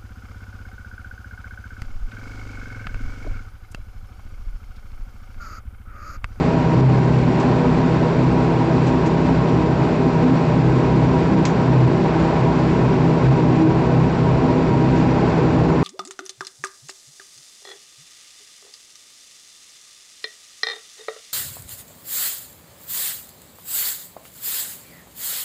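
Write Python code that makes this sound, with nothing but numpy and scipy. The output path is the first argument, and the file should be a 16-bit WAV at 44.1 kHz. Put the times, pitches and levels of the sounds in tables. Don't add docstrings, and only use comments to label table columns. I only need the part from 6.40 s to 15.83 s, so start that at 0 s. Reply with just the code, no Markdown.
import sys
import numpy as np
from scipy import signal
from scipy.fft import rfft, irfft, next_fast_len
from scipy.io import wavfile
from scipy.ndimage import uniform_filter1d, minimum_filter1d

SR = 44100
rng = np.random.default_rng(int(sys.argv[2]) if len(sys.argv) > 2 else 0)


def unload_wav(signal):
    wavfile.write(
        sys.argv[1],
        SR,
        np.round(np.clip(np.atleast_2d(signal).T, -1, 1) * 32767).astype(np.int16),
    )


N = 415850

BLADE_HZ = 64.06
HUM_HZ, HUM_DB = 162, -22
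CUTOFF_HZ = 7980


def propeller(wander_hz=1.101, wander_per_order_hz=0.5525, wander_rate_hz=3.56,
              rough=0.59, rough_per_order=0.038, blur_hz=8.5):
    resting_levels = [-33.5, -24, -29.5, -26, -27.5, -37]
    fade_db, fade_hz = 3, 6.9
    phase = turning(BLADE_HZ)
    drone = 0
    for k, resting_db in enumerate(resting_levels):
        number = k + 1
        fade = fade_db * np.tanh(rms_one(flutter(fade_hz).real))
        level_db = resting_db + fade + booming(number)
        pitch_wander_hz = wander_hz + wander_per_order_hz * k
        roughness = rough + rough_per_order * k
        drone = drone + harmonic(number * phase, level_db, pitch_wander_hz, wander_rate_hz, roughness, blur_hz)
    return drone


def harmonic(phase, level_db, wander_hz, wander_rate_hz, rough, blur_hz):
    drift = turning(wander_hz * rms_one(flutter(wander_rate_hz).real))
    return from_db(level_db) * tone(phase + drift, rms_one(1 + rough * flutter(blur_hz)))


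def booming(number):
    # (time [s], harmonic number, length at half height [s], rise [dB])
    booms = [(.5, 2, 0.22, 11), (0.773, 2, 0.11, 6.5), (1.853, 2, 0.18, 5), (1.9, 1, 0.16, 10),
             (3.344, 6, .5, 8), (3.88, 4, 0.11, 12.5), (4.2, 2, 0.38, 8), (4.624, 2, 0.11, 9.5),
             (4.8, 3, .6, 6), (5.42, 2, .24, 9), (6.173, 5, 0.27, 7), (6.9, 2, 0.11, 10),
             (7.27, 5, 0.15, 9.5), (7.526, 2, 0.17, 7.5), (7.93, 2, 0.22, 7.5), (8.306, 4, 0.24, 2.5),
             (8.38, 2, 0.17, 8), (9.2, 2, 0.21, 5)]
    return sum(rise_db * bell(s, length_s) for s, which, length_s, rise_db in booms if round(which) == number)


def engine(phase, unsteady=.45, unsteady_hz=1.0, hum_waver=0.26):
    # (frequency [Hz], level [dB])
    machine_tones = [(72.0, -46), (81.0, -45.5), (89.9, -44.5), (99.0, -45.5), (152.9, -34.5),
                     (173.6, -33.5), (243.2, -31), (271.2, -36.5), (342.2, -40), (486.2, -41),
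                     (624.1, -42.5), (1248.6, -51)]
    out = from_db(HUM_DB) * tone(phase, 1 + hum_waver * flutter(5.6))
    for hz, level_db in machine_tones:
        wavering = rms_one(1 + unsteady * flutter(unsteady_hz))
        out = out + from_db(level_db) * tone(turning(hz), wavering)
    return out


def roar(phase, exhaust_db, air_db, buzz=0.14, side_buzz=0.12, side_hz=152.3,
         buzz_low_hz=450, buzz_high_hz=1500, surge=.6, gust=0.6, flicker_db=0.67):
    # (frequency [Hz], density before the low cut [dB per Hz])
    wall_noise = [(22, -62), (45, -56), (100, -49), (215, -47.5), (285, -50.5), (420, -46), (520, -55),
                  (1090, -58), (1190, -64.5), (2550, -70), (3100, -76.5), (4700, -79.5), (6300, -89.5),
                  (7850, -91)]
    # (frequency [Hz], width before squaring the curve [Hz], level [dB])
    panels = [(375.5, 13, -32.5), (484, 18, -35), (563, 18, -44.5), (591.6, 13, -37), (654.7, 22, -36),
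              (795, 59, -34.5), (886, 13, -44), (966, 65, -38.5), (1050, 65, -40), (1334, 94, -45.5),
              (1524, 120, -44.5), (2500, 140, -53.5), (5730, 108, -60.5), (7010, 143, -63.5)]
    low_cut = 1 / (1 + (18 / bins()) ** 4)
    power = gains(wall_noise) ** 2 * low_cut + sum(resonance(*mode) for mode in panels)

    low = 1 / (1 + (bins() / buzz_low_hz) ** 8)
    not_high = 1 / (1 + (bins() / buzz_high_hz) ** 8)
    rumble = coloured(np.sqrt(power * low))
    middle = coloured(np.sqrt(power * (1 - low) * not_high))
    hiss = coloured(np.sqrt(power * (1 - low) * (1 - not_high)))

    side = turning(side_hz)
    side_pulses = np.cos(side) + np.cos(side + phase)
    pulsing = rms_one(1 + buzz * np.cos(phase) + side_buzz * side_pulses)
    exhaust = from_db(surge * (exhaust_db - exhaust_db.mean()))
    rush = from_db(gust * (air_db - air_db.mean()) + flicker_db * flutter(12).real)
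    return rumble + exhaust * pulsing * middle + rush * hiss


def throb(strong=1.5, weak=1.0, murmur=0.52, pulse_s=0.033, uneven=0.15, sag_hz=7):
    # (frequency [Hz], width [Hz])
    hz, width_hz = (952, 28)
    # (time [s], length at half height [s], rise [dB])
    bout_list = [(.33, .4, 5), (2.453, .9, 5), (4.6, .6, 3), (8.451, 1, 3)]
    pairs_per_s, first_strong_s = 4.4986, .101
    level_db = -35
    turn = np.pi * pairs_per_s * (seconds() - first_strong_s)
    half_width = np.pi * pairs_per_s * pulse_s
    strong_pulses = strong * np.exp(-(np.sin(turn) / half_width) ** 2)
    weak_pulses = weak * np.exp(-(np.cos(turn) / half_width) ** 2)
    pulses = strong_pulses + weak_pulses
    bouts = from_db(sum(rise_db * bell(s, length_s) for s, length_s, rise_db in bout_list))
    ring = murmur * flutter(width_hz / 2) + bouts * pulses * (1 + uneven * flutter(2.7))
    pitch = hz - sag_hz * np.sin(2 * 2 * turn) + 6 * flutter(3).real
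    return from_db(level_db) * tone(turning(pitch), rms_one(ring))


def clicks(level_db=-6, tail_db=-7, tail_t60=0.2):
    # (time [s], peak level before level_db is added [dB], crack's fall to 1/e [s])
    click_list = [(.998, -35, 0.025), (2.464, -36, 0.036), (2.66, -37, 0.028), (5.0517, -15.5, 0.0054),
                  (8.57, -42, 0.048), (8.897, -42, 0.01)]
    # (frequency [Hz], level [dB])
    click_colour = [(500, -2.5), (1300, 1.5), (2400, 3), (4500, -2), (7000, -1), (8000, -8.5)]
    envelope = np.zeros(N)
    for s, peak_db, crack_s in click_list:
        age = np.maximum(seconds() - s, 0)
        attack = np.minimum(age * 1000, 1)
        crack = np.exp(-(age / crack_s) ** 2)
        tail = from_db(tail_db) * np.exp(-np.log(1000) * age / tail_t60)
        envelope += from_db(peak_db + level_db) * attack * (crack + tail)
    grit = rms_one(coloured(gains(click_colour) * (bins() < CUTOFF_HZ)))
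    return envelope * grit


def resonance(hz, width_hz, level_db):
    detuning = (bins() ** 2 - hz ** 2) / (bins() * width_hz)
    shape = 1 / (1 + detuning ** 2) ** 2
    return from_db(level_db) ** 2 * shape / (width_hz * np.pi / 4)


def coloured(gain):
    size = next_fast_len(N)
    white = rng.standard_normal(size)
    return irfft(rfft(white) * gain, size)[:N] * np.sqrt(SR / 2)


def flutter(width_hz, size=2048):
    hz = np.fft.fftfreq(size, N / SR / size)
    white = rng.standard_normal(size) + 1j * rng.standard_normal(size)
    slow = np.fft.ifft(np.fft.fft(white) / (1 + (hz / width_hz) ** 2))
    return np.interp(np.arange(N) * size / N, np.arange(size), rms_one(slow))


def turning(hz):
    return 2 * np.pi * (np.cumsum(hz * np.ones(N)) / SR + rng.random())


def tone(phase, wavering):
    return np.sqrt(2) * (wavering.real * np.cos(phase) - wavering.imag * np.sin(phase))


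def bell(s, length_s):
    return .5 ** ((2 * (seconds() - s) / length_s) ** 2)


def from_db(db):
    return 10 ** (np.asarray(db) / 20)


def rms_one(x):
    return x / np.sqrt(np.mean(np.abs(x) ** 2) + 1e-20)


def seconds():
    return np.arange(N) / SR


def in_time(rows):
    s, *columns = np.transpose(rows)
    return [np.interp(seconds(), s, c) for c in columns]


def bins():
    return np.maximum(np.fft.rfftfreq(next_fast_len(N), 1 / SR), 1)


def gains(points):
    hz, db = np.transpose(points)
    return from_db(np.interp(np.log(bins()), np.log(hz), db))


def scene():
    # (time [s], exhaust [dB], rush of air [dB])
    airflow = [(0.0, -24.5, -33.5), (0.84, -27.5, -36), (1.05, -22, -32.5), (1.65, -25, -34.5),
               (4.54, -25.5, -34.5), (5.3, -23.5, -35), (5.59, -27, -35), (5.85, -20.5, -32),
               (6.17, -25, -34), (8.3, -25, -35.5), (8.32, -29, -36.5), (8.8, -23, -32.5),
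               (9.38, -23, -34.5), (9.43, -22.5, -33.5)]
    exhaust_db, air_db = in_time(airflow)
    phase = turning(HUM_HZ + 0.2 * flutter(0.24).real)
    return (propeller() + engine(phase) + roar(phase, exhaust_db, air_db) + throb() + clicks())[None]


def record(dry, ceiling=0.49, hold_s=0.01):
    size = int(hold_s * SR)
    needed_gain = ceiling / np.maximum(np.abs(dry), ceiling)
    gain = uniform_filter1d(minimum_filter1d(needed_gain, size), size)
    low_pass = signal.ellip(14, .1, 90, CUTOFF_HZ, fs=SR, output="sos")
    return signal.sosfilt(low_pass, gain * dry)


dry = scene()
out = record(dry)
unload_wav(out)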